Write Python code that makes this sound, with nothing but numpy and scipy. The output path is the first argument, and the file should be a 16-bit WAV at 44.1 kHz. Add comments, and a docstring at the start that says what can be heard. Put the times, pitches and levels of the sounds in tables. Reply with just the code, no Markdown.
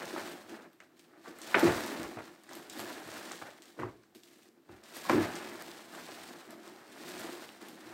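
"""Potting soil shaken into pots

A plastic bag of soil is shaken over deep plastic pots in a room with a wooden floor.
The film crinkles and snaps as its creases let go. Crumbs patter and clods knock on the pot wall,
the air in the pot booms under the sliding soil, and heavy loads thud on the pot bottom."""
import sys
import numpy as np
from scipy import signal
from scipy.fft import rfft, irfft
from scipy.io import wavfile
from scipy.ndimage import uniform_filter1d

SR = 44100
rng = np.random.default_rng(int(sys.argv[2]) if len(sys.argv) > 2 else 0)


def generate_wav(signal):
    """Clip the signal to [-1, 1] and save it as 16-bit WAV at the path in sys.argv[1]."""
    frames = np.transpose(np.atleast_2d(signal))
    scaled = np.clip(frames, -1, 1) * 32767
    pcm = np.round(scaled).astype(np.int16)
    wavfile.write(sys.argv[1], SR, pcm)


N = 349713

# shakes of the bag: peak t/s, hold/s, crinkle/dB, patter/dB, pot air boom/dB, rise/s, fall/s
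BAG_MOVES = [(0, 0.28, -49.5, -45.5, -47, .1, 0.31), (.5, 0.027, -57, -50.5, -48, 0.096, 0.23),
             (.804, .002, -66, -60.5, -90, 0.0045, 0.13), (0.998, .01, -62, -78, -82, 0.069, 0.11),
             (1.279, .005, -55.5, -50, -61.5, 0.1, .08), (1.59, 0.079, -39.5, -38.5, -47, 0.24, 0.65),
             (2.014, 0.013, -53.5, -45.5, -41, 0.99, 0.22), (2.19, 0.036, -73, -55.5, -52.5, 0.085, 0.26),
             (2.439, 0.0018, -59, -60, -57, 0.0022, 0.017), (2.518, 0.016, -56, -51.5, -51, 0.1, 0.43),
             (2.795, 0.071, -49.5, -46.5, -47.5, 0.23, 1), (3.114, .2, -51, -50.5, -52.5, 0.14, 0.38),
             (3.64, 0.077, -62.5, -69, -69, 0.042, 0.08), (3.785, .01, -59, -54.5, -44, 0.026, 0.23),
             (4.149, .002, -57, -63.5, -55, .004, 0.1), (4.25, 0.22, -65.5, -71, -64.5, 0.09, .09),
             (4.55, 0.058, -99, -76, -67, 0.14, 0.11), (4.716, 0.055, -65.5, -60, -58, 0.11, 0.23),
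             (4.836, 0.09, -59, -58, -64, .01, 0.28), (4.965, .01, -47, -49, -50.5, 0.096, 0.32),
             (5.097, 0.022, -44.5, -41, -41, .1, 0.93), (5.493, 0.28, -55, -56, -63, 0.46, .5),
             (5.939, 0.38, -53.5, -52.5, -54.5, 0.061, 0.43), (6.498, .005, -61, -53.5, -50, 0.066, 0.26),
             (6.651, 0.027, -56.5, -53.5, -53.5, .1, 0.34), (7.1, 0.13, -49, -47.5, -47, 0.4, 0.56),
             (7.426, .005, -53, -49.5, -62, 0.062, 0.13), (7.618, 0.09, -56, -55, -53.5, 0.02, 0.19),
             (7.92, .01, -56.5, -52.5, -54.5, 0.61, .1)]
# single creases popping: t/s, level/dB, top band relative to main band/dB
CREASE_SNAPS = [(0.2524, -41, -10), (0.495, -37, -7), (0.7317, -52.5, 0), (0.8031, -44, -19.5),
                (.982, -54, -4), (1.2146, -54, -10), (1.387, -45, 12), (1.4167, -30.5, -12),
                (1.595, -22.5, 2), (1.8627, -26.5, -1), (2.2548, -48, -8), (2.436, -41.5, 1),
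                (2.493, -38.5, -12), (2.5086, -48, -6), (2.533, -32, -7), (2.553, -32.5, 1.5),
                (2.584, -42, -6), (2.6984, -30, -7), (2.729, -35, -6), (2.7337, -35, 0), (2.7875, -33, 4),
                (2.794, -28, -9), (2.8014, -30, 3), (2.812, -30, -8), (2.902, -39, -1), (2.93, -40, -1),
                (3.075, -40, 1), (3.3185, -27, -18), (3.505, -40, -16), (3.6215, -35.5, -12),
                (3.6563, -39, -10.5), (3.799, -41, -1), (4.0347, -52, -20), (4.15, -42, -1),
                (4.235, -37, -6), (4.329, -54, -2.5), (4.8382, -38.5, -13.5), (4.914, -45, -6),
                (4.968, -36, 7.5), (5.0524, -32, -3), (5.097, -23, -6), (5.355, -28, -14), (5.951, -38, -6),
                (6.5073, -34, 2), (7.0913, -39, 10), (7.196, -33, 4), (7.33, -34, -4), (7.44, -37, -4),
                (7.6256, -41, -10), (7.6854, -33.5, -3)]
# sudden slides of soil against the pot wall: t/s, front/dB, patter behind it/dB, hold/s, fall/s
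SOIL_SLIDES = [(.163, -41, -45.5, .02, 0.069), (0.634, -51, -55.5, 0.032, 0.052),
               (1.546, -23.5, -32.5, .16, 0.11), (2.168, -50, -47, 0.032, 0.06),
               (3.421, -40.5, -47, .005, 0.19), (3.792, -46, -47, 0.048, 0.11),
               (4.692, -56, -65, .01, 0.084), (5.097, -20, -35.5, 0.023, 0.5)]
# heavy loads landing in the pot: t/s, bottom thud/dB, air boom/dB, landing time/s
SOIL_LOADS = [(0.131, -60, -31, 0.0074), (1.269, -66, -42, 0.019), (1.55, -53, -24.5, .012),
              (1.623, -36, -13.5, 0.025), (1.66, -25, -21.5, 0.037), (1.981, -45.5, -50, 0.034),
              (2.159, -46.5, -43, 0.02), (3.047, -53.5, -69, 0.036), (3.785, -41.5, -35, 0.017),
              (3.815, -40.5, -30.5, .03), (4.69, -50.5, -45, 0.0174), (5.093, -39, -19.5, 0.014),
              (5.121, -31.5, -18.5, 0.053), (7.242, -64, -36, 0.0084), (7.849, -60, -45, 0.038)]
# clods hitting the pot wall: t/s, level/dB, centre f/Hz
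CLOD_KNOCKS = [(.162, -29, 900), (.545, -39, 1270), (.629, -48, 1120), (.803, -41, 1900), (1.136, -50, 900),
               (1.258, -40, 1160), (1.388, -43, 1750), (1.544, -10, 1900), (1.551, -18, 2800),
               (2.18, -40, 1100), (2.491, -40, 1340), (2.511, -40, 900), (2.793, -33, 1170),
               (3.313, -33, 1600), (3.416, -35, 1200), (3.768, -52, 1000), (3.789, -34, 900),
               (3.799, -33, 1500), (3.833, -26, 1000), (4.036, -54, 1600), (4.124, -56, 800),
               (4.234, -48, 3200), (4.693, -46, 920), (5.051, -33, 920), (5.089, -30, 1500),
               (5.0955, -12, 900), (5.949, -37, 1510), (7.613, -46, 1230)]
# tone of the plastic film: f/Hz, level/dB
FILM_SPECTRUM = [(1100, -20.5), (1700, 0.5), (2600, -1), (4000, 0.5), (6500, -3), (9000, -1.5),
                 (12500, -8.5), (16000, -11.5)]
# tone of the pot wall under crumbs: f/Hz, level/dB
WALL_SPECTRUM = [(100, -37), (200, -3.5), (400, -5.5), (650, 1.5), (1000, -3.5), (1700, -3.5), (2700, -15),
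                 (5000, -54.5)]
# resonances of the air in the pot: f/Hz, width/Hz, level/dB
AIR_MODES = [(258.2, 116, -7.5), (309.4, 73, -6.5), (338, 50, -8), (394, 59, -20.5)]
# resonances of the pot bottom: f/Hz, width/Hz, level/dB
BOTTOM_MODES = [(61.5, 19, -14.5), (110.8, 53, -4), (161, 41, -0.5)]
# reverb time of the room: f/Hz, T60/s
ROOM_DECAY = [(150, 0.42), (500, 0.41), (2000, 0.24), (6000, 0.33), (14000, 0.62)]
# room tone: f/Hz, level/dB
HUSH_SPECTRUM = [(40, -18), (100, -2), (200, 7.5), (340, 6.5), (600, -3.5), (2000, -9.5), (8000, -17),
                 (16000, -17)]

SWING_DB, BEND = 24, 1.043  # rise and fall times span this swing, steepening away from the peak
SLIDE_RISE_S, FRONT_FALL_S = 0.003, 0.024
TRICKLE_THUD_DB = -21  # shaking of the bottom, relative to the patter
IDLE_BOOM_DB = -74  # the air in the pots hums faintly with the room
REVERB_DB, HUSH_DB = -7.5, -71.5
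DIP_HZ, DIP_WIDTH_HZ, DIP_DB = 10140, 1080, -5
LOW_CUT_HZ, HIGH_CUT_HZ = 61, 15850


def bag_rustle(crinkle_db, patter_db):
    """Dense tiny creases rustle: brighter when crinkling dominates, duller when patter is louder."""
    creases = grains(9000, spread_db=0.49, clump_db=1.89, clump_s=0.014)
    rustle = evened(colour(creases, FILM_SPECTRUM)) + gain_of(-11.5) * crinkles(per_s=500, sizes=6)
    low = signal.lfilter(*signal.butter(2, 6000, fs=SR), rustle)
    high = rustle - low
    tilt_db = -3 + 0.22 * np.clip(crinkle_db - patter_db, -20, 20)
    return gain_of(crinkle_db) * (low * gain_of(-tilt_db / 2) + high * gain_of(tilt_db / 2))


def crinkles(per_s, sizes):
    """Sparse small pops, each crease size with its own pitch."""
    out, t = np.zeros(N), np.arange(64) / SR
    for hz in np.geomspace(3000, 14000, sizes):
        pop = np.sin(2 * np.pi * hz * t) * np.exp(-t * hz / 0.63) * np.sqrt(hz)
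        clicks = grains(per_s / sizes, spread_db=4.5, clump_db=5.5, clump_s=0.012)
        level_db = curve_at(FILM_SPECTRUM, hz) + 10 * np.log10(hz)
        out += gain_of(level_db) * np.convolve(clicks, pop)[:N]
    return evened(out)


def bag_snaps():
    """One crease cracks, and its neighbours let go after it."""
    out = np.zeros(N)
    for s, db, top_db in CREASE_SNAPS:
        pop = burst(decay_s=0.0003, tail_db=-19, tail_s=0.023)
        snap = band(pop, 2600, 8840) + gain_of(top_db) * band(pop, 6000, 13000)
        add(out, s, gain_of(db) * snap)
    return out


def soil_trickle(patter_db, boom_db):
    """Crumbs tap the pot wall; lumps shake the air column and the bottom."""
    crumbs = grains(3000, spread_db=0.89, clump_db=1.77, clump_s=0.026)
    air_lumps = grains(1500, spread_db=0.9, clump_db=1.0, clump_s=0.043)
    bottom_lumps = grains(540, spread_db=3.8, clump_db=1.2, clump_s=0.046)
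    patter = gain_of(patter_db) * evened(colour(crumbs, WALL_SPECTRUM))
    boom = ring(gain_of(boom_db) * air_lumps, AIR_MODES)
    # too light for the deepest mode
    rumble = ring(gain_of(patter_db + TRICKLE_THUD_DB) * bottom_lumps, BOTTOM_MODES[1:])
    return patter + boom + rumble


def load_thuds():
    """A broad load booms the pot air and moves the whole bottom, sounding its two deep modes."""
    out, t = np.zeros(N), np.arange(SR // 2) / SR
    for s, thud_db, boom_db, landing_s in SOIL_LOADS:
        weight = t / landing_s * np.exp(-2 * t / landing_s)  # builds up, then settles
        push = weight * rng.standard_normal(len(t))
        for db, modes in (thud_db, BOTTOM_MODES[:2]), (boom_db, AIR_MODES):
            body = ring(push, modes)
            add(out, s, gain_of(db) * body / abs(body).max())
    return out


def clod_knocks():
    """Clods knock on the wall and set the pot air ringing."""
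    knocks = np.zeros(N)
    for s, db, hz in CLOD_KNOCKS:
        hit = burst(decay_s=0.0012, tail_db=-18, tail_s=0.02)
        add(knocks, s, gain_of(db) * band(hit, hz / 1.63, hz * 1.36))
    return knocks + gain_of(-12) * ring(knocks, AIR_MODES)


def shaking_levels():
    """Crinkle, patter and boom envelopes in dB, summed over all moves and slides."""
    t = np.arange(0, N + 32, 32) / SR
    power = np.array([[1e-12], [1e-12], [gain_of(2 * IDLE_BOOM_DB)]])
    for s, hold_s, *levels_db, rise_s, fall_s in BAG_MOVES:
        power = power + gain_of(levels_db)[:, None] ** 2 * swell(t - s, hold_s, rise_s, fall_s)
    for s, front_db, behind_db, hold_s, fall_s in SOIL_SLIDES:  # slides feed only the patter
        power[1] += gain_of(2 * front_db) * swell(t - s, 0, SLIDE_RISE_S, FRONT_FALL_S)
        power[1] += gain_of(2 * behind_db) * swell(t - s, hold_s, SLIDE_RISE_S, fall_s)
    return [np.interp(np.arange(N) / SR, t, 10 * np.log10(layer)) for layer in power]


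def swell(t, hold_s, rise_s, fall_s):
    """Power of one gesture: rise until t = 0, hold, fall."""
    away = np.maximum(-t / rise_s, 0) + np.maximum((t - hold_s) / fall_s, 0)
    return gain_of(-2 * np.minimum(SWING_DB * away ** BEND, 200))


def grains(per_s, spread_db, clump_db, clump_s):
    """Random clicks, a few of them large, coming in clumps."""
    clump = evened(uniform_filter1d(rng.standard_normal(N), round(clump_s * SR)))
    size = gain_of(spread_db * np.minimum(rng.exponential(1, N), 5) + clump_db * clump)
    return evened(size * rng.standard_normal(N) * (rng.random(N) < per_s / SR))


def burst(decay_s, tail_db, tail_s):
    """A sharp crack of noise with a softer, longer tail."""
    t = np.arange(8192) / SR
    envelope = np.exp(-t / decay_s) + gain_of(tail_db) * np.exp(-t / tail_s)
    return envelope * rng.standard_normal(len(t))


def ring(x, modes):
    """Resonator bank, each filter run twice for steep skirts."""
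    out = np.zeros(len(x))
    for hz, width, db in modes:
        b, a = signal.iirpeak(hz, hz / width, SR)
        out += gain_of(db) * np.sqrt(SR / width) * signal.lfilter(b, a, signal.lfilter(b, a, x))
    return out


def colour(x, spectrum):
    """Minimum-phase EQ: all ringing comes after the click."""
    hz = abs(np.fft.fftfreq(4096, 1 / SR))
    log_gain = np.log(gain_of(curve_at(spectrum, hz)))
    response = np.exp(np.conj(signal.hilbert(log_gain)))
    return signal.oaconvolve(x, np.fft.ifft(response).real[:2048])[:N]


def band(x, lo_hz, hi_hz):
    """Band-pass scaled to peak 1."""
    x = signal.lfilter(*signal.butter(3, [lo_hz, hi_hz], "band", fs=SR), x)
    return x / abs(x).max()


def curve_at(points, hz):
    """Reads a table along a log frequency axis."""
    f, value = np.transpose(points)
    return np.interp(np.log(hz + 1), np.log(f + 1), value)


def add(mix, s, sound):
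    """Drops a sound into the mix at s seconds."""
    part = mix[round(s * SR):][:len(sound)]
    part += sound[:len(part)]


def gain_of(db):
    """Decibels to amplitude."""
    return 10 ** (np.asarray(db) / 20)


def evened(x):
    """Scales to rms 1."""
    return x / np.sqrt(np.mean(x ** 2) + 1e-20)


def room_reverb(x):
    """Three echo tails, each band dying at its own speed, crossfade to keep ringing tones away."""
    wet, t = np.zeros(N), np.arange(N) / SR
    for k in range(3):
        taps = np.zeros(SR // 2)
        slots = np.arange(130, len(taps) - 20, 20)
        taps[slots + rng.integers(0, 20, len(slots))] = rng.choice([-1., 1.], len(slots))
        hz, age_s, bands = signal.stft(taps, SR, nperseg=256)
        decay = gain_of(-60 * age_s / curve_at(ROOM_DECAY, hz)[:, None])
        tail = signal.istft(bands * decay, SR, nperseg=256)[1]
        crossfade = np.sqrt(2 / 3) * np.cos(2 * np.pi * 3 * t + k * np.pi / 3)
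        wet += signal.fftconvolve(x * crossfade, tail / np.linalg.norm(tail))[:N]
    return (x + gain_of(REVERB_DB) * wet) / np.sqrt(1 + gain_of(2 * REVERB_DB))


def room_hush():
    """A faint, steady bed of dark noise."""
    return gain_of(HUSH_DB) * evened(colour(rng.standard_normal(N), HUSH_SPECTRUM))


def scene():
    """Bag and pot in the room, over its hush."""
    crinkle_db, patter_db, boom_db = shaking_levels()
    bag = bag_rustle(crinkle_db, patter_db) + bag_snaps()
    pot = soil_trickle(patter_db, boom_db) + load_thuds() + clod_knocks()
    return (room_reverb(bag + pot) + room_hush())[None]


def record(dry):
    """Microphone colour: a dip near 10 kHz, with the deep bass and the very top cut away."""
    hz = np.fft.rfftfreq(N, 1 / SR)
    dip = gain_of(DIP_DB * np.exp(-((hz - DIP_HZ) / DIP_WIDTH_HZ) ** 2))
    dipped = irfft(rfft(dry) * dip, N)
    thin = signal.lfilter(*signal.butter(3, LOW_CUT_HZ, "high", fs=SR), dipped)
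    high_cut = signal.firwin(1023, HIGH_CUT_HZ, window=("kaiser", 10), fs=SR)
    return signal.oaconvolve(thin, high_cut[None], "same")


dry = scene()
out = record(dry)
generate_wav(out)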